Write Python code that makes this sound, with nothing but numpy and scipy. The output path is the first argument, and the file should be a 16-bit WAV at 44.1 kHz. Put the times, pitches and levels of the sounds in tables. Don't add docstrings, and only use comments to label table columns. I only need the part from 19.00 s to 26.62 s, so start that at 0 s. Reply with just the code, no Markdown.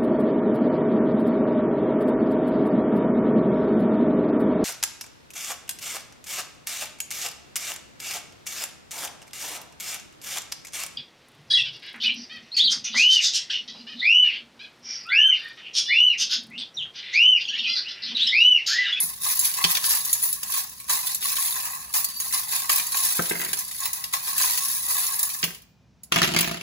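import sys
import numpy as np
from scipy import signal
from scipy.fft import rfft, irfft, next_fast_len
from scipy.io import wavfile
from scipy.ndimage import uniform_filter1d, map_coordinates

SR = 44100
rng = np.random.default_rng(int(sys.argv[2]) if len(sys.argv) > 2 else 0)


def digitize_waveform(pressure):
    field = np.atleast_2d(pressure).T
    bounded = np.clip(field, -1, 1)
    quanta = np.round(bounded * 32767).astype(np.int16)
    wavfile.write(sys.argv[1], SR, quanta)


N = 336041
SIZE = next_fast_len(N + SR)
HZ = np.arange(SIZE // 2 + 1) * SR / SIZE

# frequency in Hz, bandwidth in Hz, relative level in dB.
BOWL_MODES = [(759, 33, -12), (860, 70, -10.5), (1000, 60, -2), (1098, 38, 0), (1260, 60, -15),
              (1690, 50, -7.5), (1970, 70, -6.5), (2580, 90, -6), (4070, 77, -8), (7050, 200, -2)]
# frequency in Hz, bandwidth in Hz, relative level in dB.
TRAY_MODES = [(220, 15, -5), (308.6, 23, -2), (351, 46, 0), (503, 67, -15.5), (678, 57, -2.5), (986, 43, 1),
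              (1203, 150, -7), (1580, 160, 4), (1727, 31, -2.5), (1966, 500, 4.5)]
# frequency in Hz, relative density in dB.
TICK_SPECTRUM = [(1000, -73), (4000, -5.5), (6500, -0.5), (8200, 3), (10500, 2.5), (12500, 1.5),
                 (14500, -2.5), (15700, -1.5), (16000, -23)]
# frequency in Hz, relative density in dB.
CLACK_SPECTRUM = [(300, -24), (800, -6), (1500, -1), (2800, 2), (4200, 7.5), (6000, 4.5), (7500, -38.5),
                  (10000, -21), (16000, -33.5)]
# frequency in Hz, relative density in dB.
RUB_SPECTRUM = [(150, -38.5), (400, -14), (700, -5), (1000, 5.5), (1400, -2), (2200, -7.5), (3200, -13.5),
                (6000, -1.5), (16000, -41.5)]
# frequency in Hz, relative density in dB.
WOOD_SPECTRUM = [(100, -29), (200, -1.5), (500, 1.5), (1000, -2), (2000, 7.5), (3000, 8.5), (4800, -2.5),
                 (7000, 0.5), (10000, -19), (16000, -36.5)]

JANGLE_FADE_S, CLACK_FADE_S = 0.0035, 0.0014


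def stirred_heap():
    jangle, clack, rub = sliding()
    touches = collisions(per_s=700, spread_db=2.0)
    charm_hits, tile_hits = touches * jangle, touches * clack
    ticks = from_db(1.0) * colour(chatter(charm_hits, JANGLE_FADE_S), TICK_SPECTRUM)
    tiles = from_db(-8.5) * colour(chatter(tile_hits, CLACK_FADE_S, channels=2), CLACK_SPECTRUM)

    drag = collisions(per_s=400, spread_db=1.5) * rub
    brass = from_db(0.5) * bowl(collisions(per_s=130, spread_db=0.6) * rub)
    scrape = from_db(-9.0) * colour(chatter(drag, fade_s=0.00096, channels=2), RUB_SPECTRUM)

    rings = from_db(0.5) * charm_rings(charm_hits, 7930, 12640, width_hz=18, count=1, size=400)
    rings += from_db(-1.5) * charm_rings(charm_hits, 13400, 15600, width_hz=16, count=1, size=300)
    tile_rings = from_db(-5.0) * charm_rings(tile_hits, 3503, 7840, width_hz=17, count=2, size=300)
    tile_rings += from_db(-10.5) * charm_rings(tile_hits, 1487, 4540, width_hz=35, count=1)
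    return ticks + tiles + brass + scrape + rings + tile_rings + tinks(jangle, clack)


def sliding():
    # start in seconds, push length in seconds, settling time in seconds,
    # then relative levels in dB of charm jangle, tile clack and heap rubbing on brass.
    pushes = [(0.0, 0.0017, 0.21, -29.5, -38, -40.5), (0.194, 0.094, 0.4, -28.5, -32, -39),
              (0.394, 0.06, 0.15, -28, -30.5, -38), (0.538, 0.054, 0.26, -33.5, -34, -31.5),
              (0.664, 0.039, 0.17, -27, -30, -31), (0.799, 0.12, 0.19, -25, -27.5, -33),
              (1.02, 0.041, 0.66, -33.5, -37, -43), (1.204, 0.029, 0.17, -29.5, -39.5, -42.5),
              (1.447, 0.13, 0.11, -29, -31.5, -37.5), (1.88, 0.026, 0.24, -26.5, -28.5, -30),
              (2.027, 0.051, 0.15, -31.5, -32, -39.5), (2.2, 0.045, 0.46, -30, -30.5, -36),
              (2.318, 0.091, 0.54, -29.5, -35, -38), (2.5, 0.17, 0.39, -41, -54, -36.5),
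              (2.925, 0.028, 0.15, -26, -31.5, -31), (3.04, 0.065, 0.22, -41, -41, -53),
              (3.184, .03, 0.68, -35, -40.5, -41), (3.312, 0.035, 0.15, -28.5, -30.5, -35),
              (3.468, 0.079, 0.25, -30, -31, -35.5), (3.683, 0.015, 0.29, -26, -27.5, -30.5),
              (3.865, 0.17, 0.68, -28, -30, -35.5), (4.366, 0.085, 1, -40, -42, -50),
              (4.564, 0.015, 0.11, -34.5, -37, -37.5), (4.704, 0.069, 0.23, -41, -43, -60),
              (4.781, 0.075, 0.086, -35.5, -37, -34), (4.92, 0.03, 0.22, -38.5, -42.5, -41),
              (5.118, 0.0083, 0.19, -33.5, -32.5, -36.5), (5.201, .1, 0.17, -33, -34, -38.5),
              (5.346, 0.074, 0.47, -26, -26, -32.5), (5.583, 0.1, 0.66, -30.5, -36.5, -42.5),
              (5.842, 0.065, 0.93, -29, -35, -34.5), (5.967, 0.088, 0.14, -35, -35, -50),
              (6.199, 0.026, 0.3, -37, -47, -50), (6.43, 0.013, 0.12, -52, -40, -61)]
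    # jangle, clack and rub, relative levels in dB.
    creep_db = (-50, -49, -56)
    settle_drop_db, settle_bend = 27, 1.26
    hand_out_s, hand_lift_s = 6.62, 0.22
    t = np.arange(N) / SR
    power = from_db(creep_db)[:, None] ** 2 * np.ones(N)
    for start, push_s, settle_s, *levels_db in pushes:
        moving = (t >= start) & (t < start + push_s + 2 * settle_s)
        age = t[moving] - start
        swell = np.sin(np.pi / 2 * np.minimum(age / push_s, 1))
        settling = np.maximum(age - push_s, 0) / settle_s
        settle = from_db(-settle_drop_db * settling ** settle_bend)
        power[:, moving] += (from_db(levels_db)[:, None] * swell * settle) ** 2
    return np.sqrt(power) * np.clip((hand_out_s - t) / hand_lift_s, 0, 1)


def tinks(jangle, clack):
    drops = collisions(per_s=70, spread_db=0.5)
    charm_drops, tile_drops = drops * jangle, drops * clack
    snap = from_db(-6.5) * colour(charm_drops, TICK_SPECTRUM)
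    snap += from_db(-12.0) * colour(tile_drops, CLACK_SPECTRUM)
    high = from_db(-4.0) * charm_rings(charm_drops, 9300, 12500, width_hz=40, count=2, size=100)
    low = from_db(-7.5) * charm_rings(tile_drops, 3500, 7500, width_hz=25, count=2, size=100)
    return snap + high + low


def clinks():
    # time in seconds, relative tick level in dB, relative clack level in dB.
    blows = [(0.016, -23, -51), (0.134, -29, -38), (0.246, -17, -29), (0.3, -14.5, -28), (0.392, -1.5, -37),
             (0.452, -4, -23.5), (0.539, -11, -27.5), (0.574, -14, -35), (0.641, -11, -8),
             (0.648, -12.5, -14), (0.691, -26, -31), (0.752, -25, -15), (0.770, -11, -15.5),
             (0.842, -18, -18.5), (1.049, -12, -38), (1.129, 0, -31), (1.236, -24, -40), (1.327, -6.5, -35),
             (1.431, -12, -26), (1.545, -23.5, -27), (1.694, -24, -54), (1.8, -21, -38), (1.895, -9.5, -24),
             (2.146, -7, -36), (2.225, -27, -25), (2.368, -19, -22), (2.479, -13, -29), (2.601, -27, -29),
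             (2.653, -14, -32.5), (2.748, -26, -44), (2.940, -7, -25.5), (3.044, -6, -32.5),
             (3.201, -8, -32), (3.325, -10.5, -28), (3.433, -24, -37), (3.522, -20.5, -26),
             (3.558, -17, -26), (3.695, -6.5, -18.5), (3.759, -4, -25), (3.782, -9, -25),
             (3.797, -15, -20.5), (3.867, -11, -44), (3.922, -15.5, -34), (3.945, -25, -33),
             (3.976, -20, -26), (4.050, -7, -35), (4.256, -17.5, -24.5), (4.296, -9, -29),
             (4.393, -13.5, -42), (4.415, -14, -27), (4.448, -14, -29), (4.531, -7, -23), (4.589, -10, -41),
             (4.68, -21, -50), (4.712, -17, -29), (4.803, -12, -41), (4.855, -9, -25), (4.931, -10, -37),
             (5.040, -13, -24), (5.136, -8, -20.5), (5.273, -24, -32), (5.38, -5, -27), (5.576, -8.5, -22),
             (6.192, -6, -38), (6.229, -4, -37), (6.301, -21, -29), (6.339, -14.5, -42),
             (6.429, -31, -14.5), (6.44, -7, -17), (6.547, -28, -38), (6.619, -35, -54),
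             (7.034, -25.5, -52), (7.230, -28, -14), (7.364, -19, -34), (7.388, -9.5, -18),
             (7.4085, -4.5, -20), (7.476, -20, -40), (7.513, -23, -38)]
    s, tick_db, clack_db = np.transpose(blows)
    tick, clack = strikes(s, tick_db), strikes(s, clack_db)
    out = from_db(11.0) * colour(chatter(biting(tick), fade_s=0.0058), TICK_SPECTRUM)
    burst = chatter(biting(clack), fade_s=0.0016)
    out += from_db(18.0) * colour(burst, CLACK_SPECTRUM)
    out += from_db(7.5) * body(burst, BOWL_MODES)
    out += from_db(11) * charm_rings(clack, 2300, 3600, width_hz=85, count=6, size=60)
    out += from_db(8.5) * charm_rings(tick, 6563, 15990, width_hz=15, count=8, size=60)
    out += from_db(9.5) * charm_rings(clack, 2350, 7340, width_hz=120, count=9, size=60)
    return out


def wall_knocks():
    # time in seconds, relative level in dB.
    knocks = [(0.096, -44), (0.264, -31), (0.301, -37.5), (0.935, -30.5), (1.238, -35), (1.446, -41),
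              (1.643, -40.5), (1.897, -25.5), (2.563, -31), (2.945, -30), (3.335, -28.5), (3.391, -36),
              (3.471, -41), (3.643, -32.5), (3.697, -22), (3.944, -27.5), (4.583, -39.5), (5.137, -23.5),
              (5.274, -33.5), (5.694, -38), (5.976, -34), (6.037, -32), (6.137, -36), (6.234, -37),
              (6.345, -38)]
    blows = strikes(*np.transpose(knocks))
    rattle = colour(chatter(blows, fade_s=0.0061), RUB_SPECTRUM)
    return from_db(27) * bowl(blows) + from_db(21) * rattle


def bowl(x):
    bend, bend_hz = 0.022, 11.55
    lag = drift(bend_hz) * bend * SR / (2 * np.pi * bend_hz)
    return map_coordinates(np.ravel(body(x, BOWL_MODES)), [np.arange(N) - lag], order=3)


def chimes():
    # start in seconds, pitch in Hz,
    # relative level in dB, 60 dB decay in seconds.
    notes = [(0.002, 9660, -19, .25), (0.002, 11260, -19.5, .23), (1.129, 6985, -33, .35),
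             (1.226, 9850, -16, .18), (1.236, 12050, -18, .13), (1.251, 15330, -23, .25),
             (1.29, 11240, -25, .3), (2.96, 14880, -24, .25), (2.978, 15250, -20, .2),
             (3.046, 4590, -36, 1.1), (3.165, 4600, -37, .5), (3.167, 12400, -28, .3),
             (4.531, 12300, -35, .2), (6.228, 15130, -23, .2), (6.441, 14790, -25, .15),
             (6.441, 2425, -63, 1.6), (7.389, 14900, -25, .25), (7.409, 15350, -27, .25)]
    age, out = np.arange(SR) / SR, np.zeros(N)
    for s, hz, db, t60 in notes:
        at = max(round(s * SR), 0)
        note = from_db(db - 60 * age / t60) * np.sin(2 * np.pi * hz * age)
        out[at:at + len(age)] += note[:N - at]
    return out


def handful():
    # time in seconds, then relative levels in dB
    landings = [(7.1175, -46, -43, -47), (7.1222, -30, -20.5, -16), (7.125, -38, -26, -27),
                (7.141, -34, -27, -25), (7.1606, -23.5, -16, -19), (7.168, -26, -18, -31),
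                (7.178, -26, -31, -21.5), (7.186, -34, -21.5, -22.5), (7.194, -33, -26, -29),
                (7.2182, -25.5, -13.5, -20), (7.230, -26, -21.5, -21.5), (7.238, -27, -18, -22),
                (7.2455, -26, -24, -20.5), (7.276, -28.5, -27.5, -22.5), (7.290, -26, -24.5, -33),
                (7.318, -26.5, -31, -34), (7.338, -26.5, -28, -25), (7.347, -26, -25.5, -24.5),
                (7.364, -24.5, -21.5, -17), (7.372, -33, -25, -22), (7.389, -29, -28, -18),
                (7.407, -27.5, -31, -29), (7.417, -38, -32, -24), (7.429, -40, -24.5, -23),
                (7.445, -30, -25, -30), (7.476, -29, -25.5, -31), (7.495, -34, -32, -37),
                (7.513, -28.5, -31, -25.5), (7.544, -34, -31, -32), (7.572, -39, -35, -38),
                (7.611, -41, -42, -32)]
    s, *levels_db = np.transpose(landings)
    thud, knock, clack = (strikes(s, db) for db in levels_db)
    clack = clack + tumbling(clack)
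    floor = from_db(23.0) * body(thud, TRAY_MODES[:5]) + from_db(23) * tray_boom(thud)
    wood = from_db(20) * body(knock, TRAY_MODES[4:])
    wood += from_db(19.5) * charm_rings(knock, 907, 2900, width_hz=110, count=9, size=60)
    cracks = from_db(21) * colour(chatter(biting(clack), fade_s=0.002, channels=2), WOOD_SPECTRUM)
    pieces = from_db(17.5) * charm_rings(clack, 2230, 4960, width_hz=170, count=4, size=60)
    pieces = pieces + from_db(13) * charm_rings(clack, 5120, 12390, width_hz=17, count=4, size=60)
    return floor + wood + cracks + pieces


def tumbling(landings):
    level_db, t60_s = -35, 0.44
    r = from_db(-60 / (t60_s * SR)) ** 2
    unrest = np.sqrt(signal.lfilter([1], [1, -r], landings ** 2 + 1e-18))
    return from_db(level_db) * unrest * collisions(per_s=250, spread_db=0.5)


def bumps():
    # time in seconds, then relative levels in dB
    blows = [(0.035, -43, -52.5, -45), (0.649, -28.5, -44, -51), (4.189, -40, -40, -30),
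             (4.194, -26, -25.5, -32), (4.308, -42, -43, -23), (4.312, -35, -31.5, -22.5),
             (4.331, -52, -52, -29), (4.353, -42, -42, -24.5), (4.37, -44, -48, -31),
             (4.398, -42, -45, -26.5), (4.416, -52, -49, -26), (4.429, -54, -48, -31),
             (4.443, -51, -51, -29), (4.462, -46, -49, -27.5), (4.489, -48, -56, -31),
             (4.511, -43, -53, -38), (4.533, -55, -48, -31), (6.436, -29.5, -43, -25.5),
             (6.478, -36, -54.5, -34), (6.505, -47, -52.5, -38)]
    # frequency in Hz, relative density in dB.
    rattle_spectrum = [(120, -32.5), (230, -7), (420, -2), (750, -11.5), (1700, -6.5), (3000, -30.5),
                       (16000, -66)]
    knock_top_hz = 2510
    s, thump_db, hollow_db, knock_db = np.transpose(blows)
    boom = from_db(24) * tray_boom(strikes(s, thump_db))
    hollow_blows = strikes(s, hollow_db)
    hollow = from_db(27.5) * body(hollow_blows, TRAY_MODES[:5])
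    hollow += from_db(25) * ring(hollow_blows, hz=300, width_hz=76)
    rattle = from_db(29.0) * colour(chatter(hollow_blows, fade_s=0.004), rattle_spectrum)
    knock = chatter(strikes(s, knock_db), fade_s=0.005)
    wood = from_db(15) * body(knock, TRAY_MODES[5:]) + from_db(22) * colour(knock, WOOD_SPECTRUM)
    dull = signal.butter(4, knock_top_hz, fs=SR, output="sos")
    return boom + hollow + signal.sosfilt(dull, wood + rattle)


def tray_boom(clicks):
    floor = ring(clicks, hz=171.9, width_hz=17)
    table = ring(clicks, hz=62.6, width_hz=13)
    return floor + from_db(-18.0) * table


def room(x, scatter_db=0):
    # frequency in Hz, phase lead in radians.
    stereo_phase = [(0, 0), (280, 0.7), (1290, 6.0), (1640, 12.5), (2760, 15.2), (5680, 22.6), (6370, 18.7),
                    (7670, 16.2), (9130, 15.4), (10400, 12.7), (11600, 12.4), (12600, 9.8), (14300, 9.0),
                    (15200, 6.2), (16600, 6.3)]
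    # frequency in Hz, level against the direct sound in dB
    # before scatter_db is added.
    scatter_spectrum = [(100, -27), (250, -17.5), (500, 0.5), (1100, 0), (2500, 3.5), (5500, 5),
                        (7500, -4.5), (9000, -14), (16000, -5.5)]
    # frequency in Hz, level against the direct sound in dB
    # before half of scatter_db is added.
    tail_spectrum = [(100, -17.5), (400, -4), (2000, -6), (5000, -4.5), (7500, -11), (9000, -24),
                     (12000, -20), (16000, -10)]
    echo_s, echo_db = 0.0056, -18.5
    lead = np.interp(HZ, *np.transpose(stereo_phase))
    echo = from_db(echo_db) * np.exp(-2j * np.pi * HZ * echo_s)
    direct = np.exp(0.5j * lead * np.array([[1], [-1]])) * (1 + echo)
    near = from_db(scatter_db) * response(scatter_spectrum)
    far = from_db(scatter_db / 2) * response(tail_spectrum)
    tail = far * reflections(t60_s=0.41, start_s=0.0096)
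    heard = rfft(x, SIZE) * (direct + tail) + near * scattered(x)
    return irfft(heard / np.sqrt(1 + near ** 2 + far ** 2), SIZE)[:, :N]


def scattered(x, count=6):
    shares = np.array([drift(8.65) for _ in range(count)])
    shares = shares / np.linalg.norm(shares, axis=0)
    return sum(rfft(x * share, SIZE) * reflections(t60_s=0.058, start_s=0.00061) for share in shares)


def reflections(t60_s, start_s):
    age = np.arange(SR // 2) / SR
    echoes = rng.standard_normal((2, len(age))) * from_db(-60 * age / t60_s) * (age > start_s)
    return rfft(echoes / np.sqrt(np.sum(echoes ** 2, axis=1, keepdims=True)), SIZE)


def air_rumble():
    # frequency in Hz, relative density in dB.
    rumble_spectrum = [(20, -30), (40, -30.5), (58, 7), (80, -1), (115, 1.5), (200, 1.5), (300, -12.5),
                       (700, -16.5), (2000, -25.5), (6000, -27.5), (9000, -44.5), (16000, -49)]
    noise = rng.standard_normal(N) + 0.37 * rng.standard_normal((2, N))
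    return from_db(-59.0) * colour(noise, rumble_spectrum)


def strikes(times, db):
    clicks = np.zeros(N)
    clicks[np.clip(np.round(times * SR).astype(int), 0, N - 1)] = from_db(db)
    return clicks


def collisions(per_s, spread_db):
    sizes = from_db(spread_db * np.minimum(rng.exponential(1, N), 4)) * rng.choice([-1, 1], N)
    clicks = sizes * (rng.random(N) < per_s / SR)
    local_power = np.abs(uniform_filter1d(clicks ** 2, size=2600))
    return clicks / np.sqrt(local_power + 1e-4)


def biting(clicks):
    r = np.exp(-1 / (0.00047 * SR))
    return np.sqrt(signal.lfilter([(1 - r) ** 2], [1, -2 * r, r * r], clicks ** 2 + 1e-18))


def chatter(clicks, fade_s, channels=1):
    r = np.exp(-2 / (fade_s * SR))
    envelope = np.sqrt(signal.lfilter([1 - r], [1, -r], clicks ** 2 + 1e-18))
    return rng.standard_normal((channels, N)) * envelope


def charm_rings(clicks, low_hz, high_hz, width_hz, count=3, size=160):
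    pitch, damping, share = rng.random((3, size, count, 1))
    age = np.arange(SR // 11)
    turns = 2 * np.pi * (low_hz + (high_hz - low_hz) * pitch) / SR
    fades = np.pi * width_hz * 2 ** (3 * damping - 1) / SR
    heights = np.sqrt(8 * fades * share / count)
    partials = heights * np.exp(np.float32(-fades * age)) * np.cos(np.float32(turns * age))
    pieces = np.sum(partials, axis=1) * np.cos(np.pi / 2 * age / len(age))
    dealt, out = rng.integers(0, size, N), np.zeros(N + len(age))
    for at in np.flatnonzero(clicks):
        out[at:at + len(age)] += clicks[at] * pieces[dealt[at]]
    return out[:N]


def ring(x, hz, width_hz):
    r = np.exp(-np.pi * width_hz / SR)
    zeros = np.sqrt((1 - r * r) / 2) * np.array([1, 0, -1])
    poles = [1, -2 * r * np.cos(2 * np.pi * hz / SR), r * r]
    return signal.lfilter(zeros, poles, x + 1e-18)


def body(x, modes):
    total = np.sqrt(sum(from_db(db) ** 2 for hz, width, db in modes))
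    rings = ((-1) ** k * from_db(db) * ring(x, hz, width) for k, (hz, width, db) in enumerate(modes))
    return sum(rings) / total


def colour(x, points):
    gain = response(points)
    return irfft(rfft(x, SIZE) * gain / np.sqrt(np.mean(gain ** 2)), SIZE)[..., :N]


def response(points):
    hz, db = np.transpose(points)
    return from_db(np.interp(np.log(HZ + 1), np.log(hz), db))


def drift(rate_hz):
    step = 50
    low_pass = signal.butter(2, rate_hz, fs=SR / step, output="sos")
    slow = signal.sosfilt(low_pass, rng.standard_normal(N // step + 2002))[2000:]
    return np.interp(np.arange(N) / step, np.arange(len(slow)), slow / slow.std())


def from_db(db):
    return 10 ** (np.asarray(db) / 20)


def scene():
    metal = stirred_heap() + clinks() + wall_knocks() + chimes()
    wood = bumps() + handful()
    return room(metal) + room(wood, scatter_db=-4) + air_rumble()


def record(dry):
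    return signal.sosfilt(signal.ellip(10, 0.2, 90, 15900, fs=SR, output="sos"), dry)


dry = scene()
out = record(dry)
digitize_waveform(out)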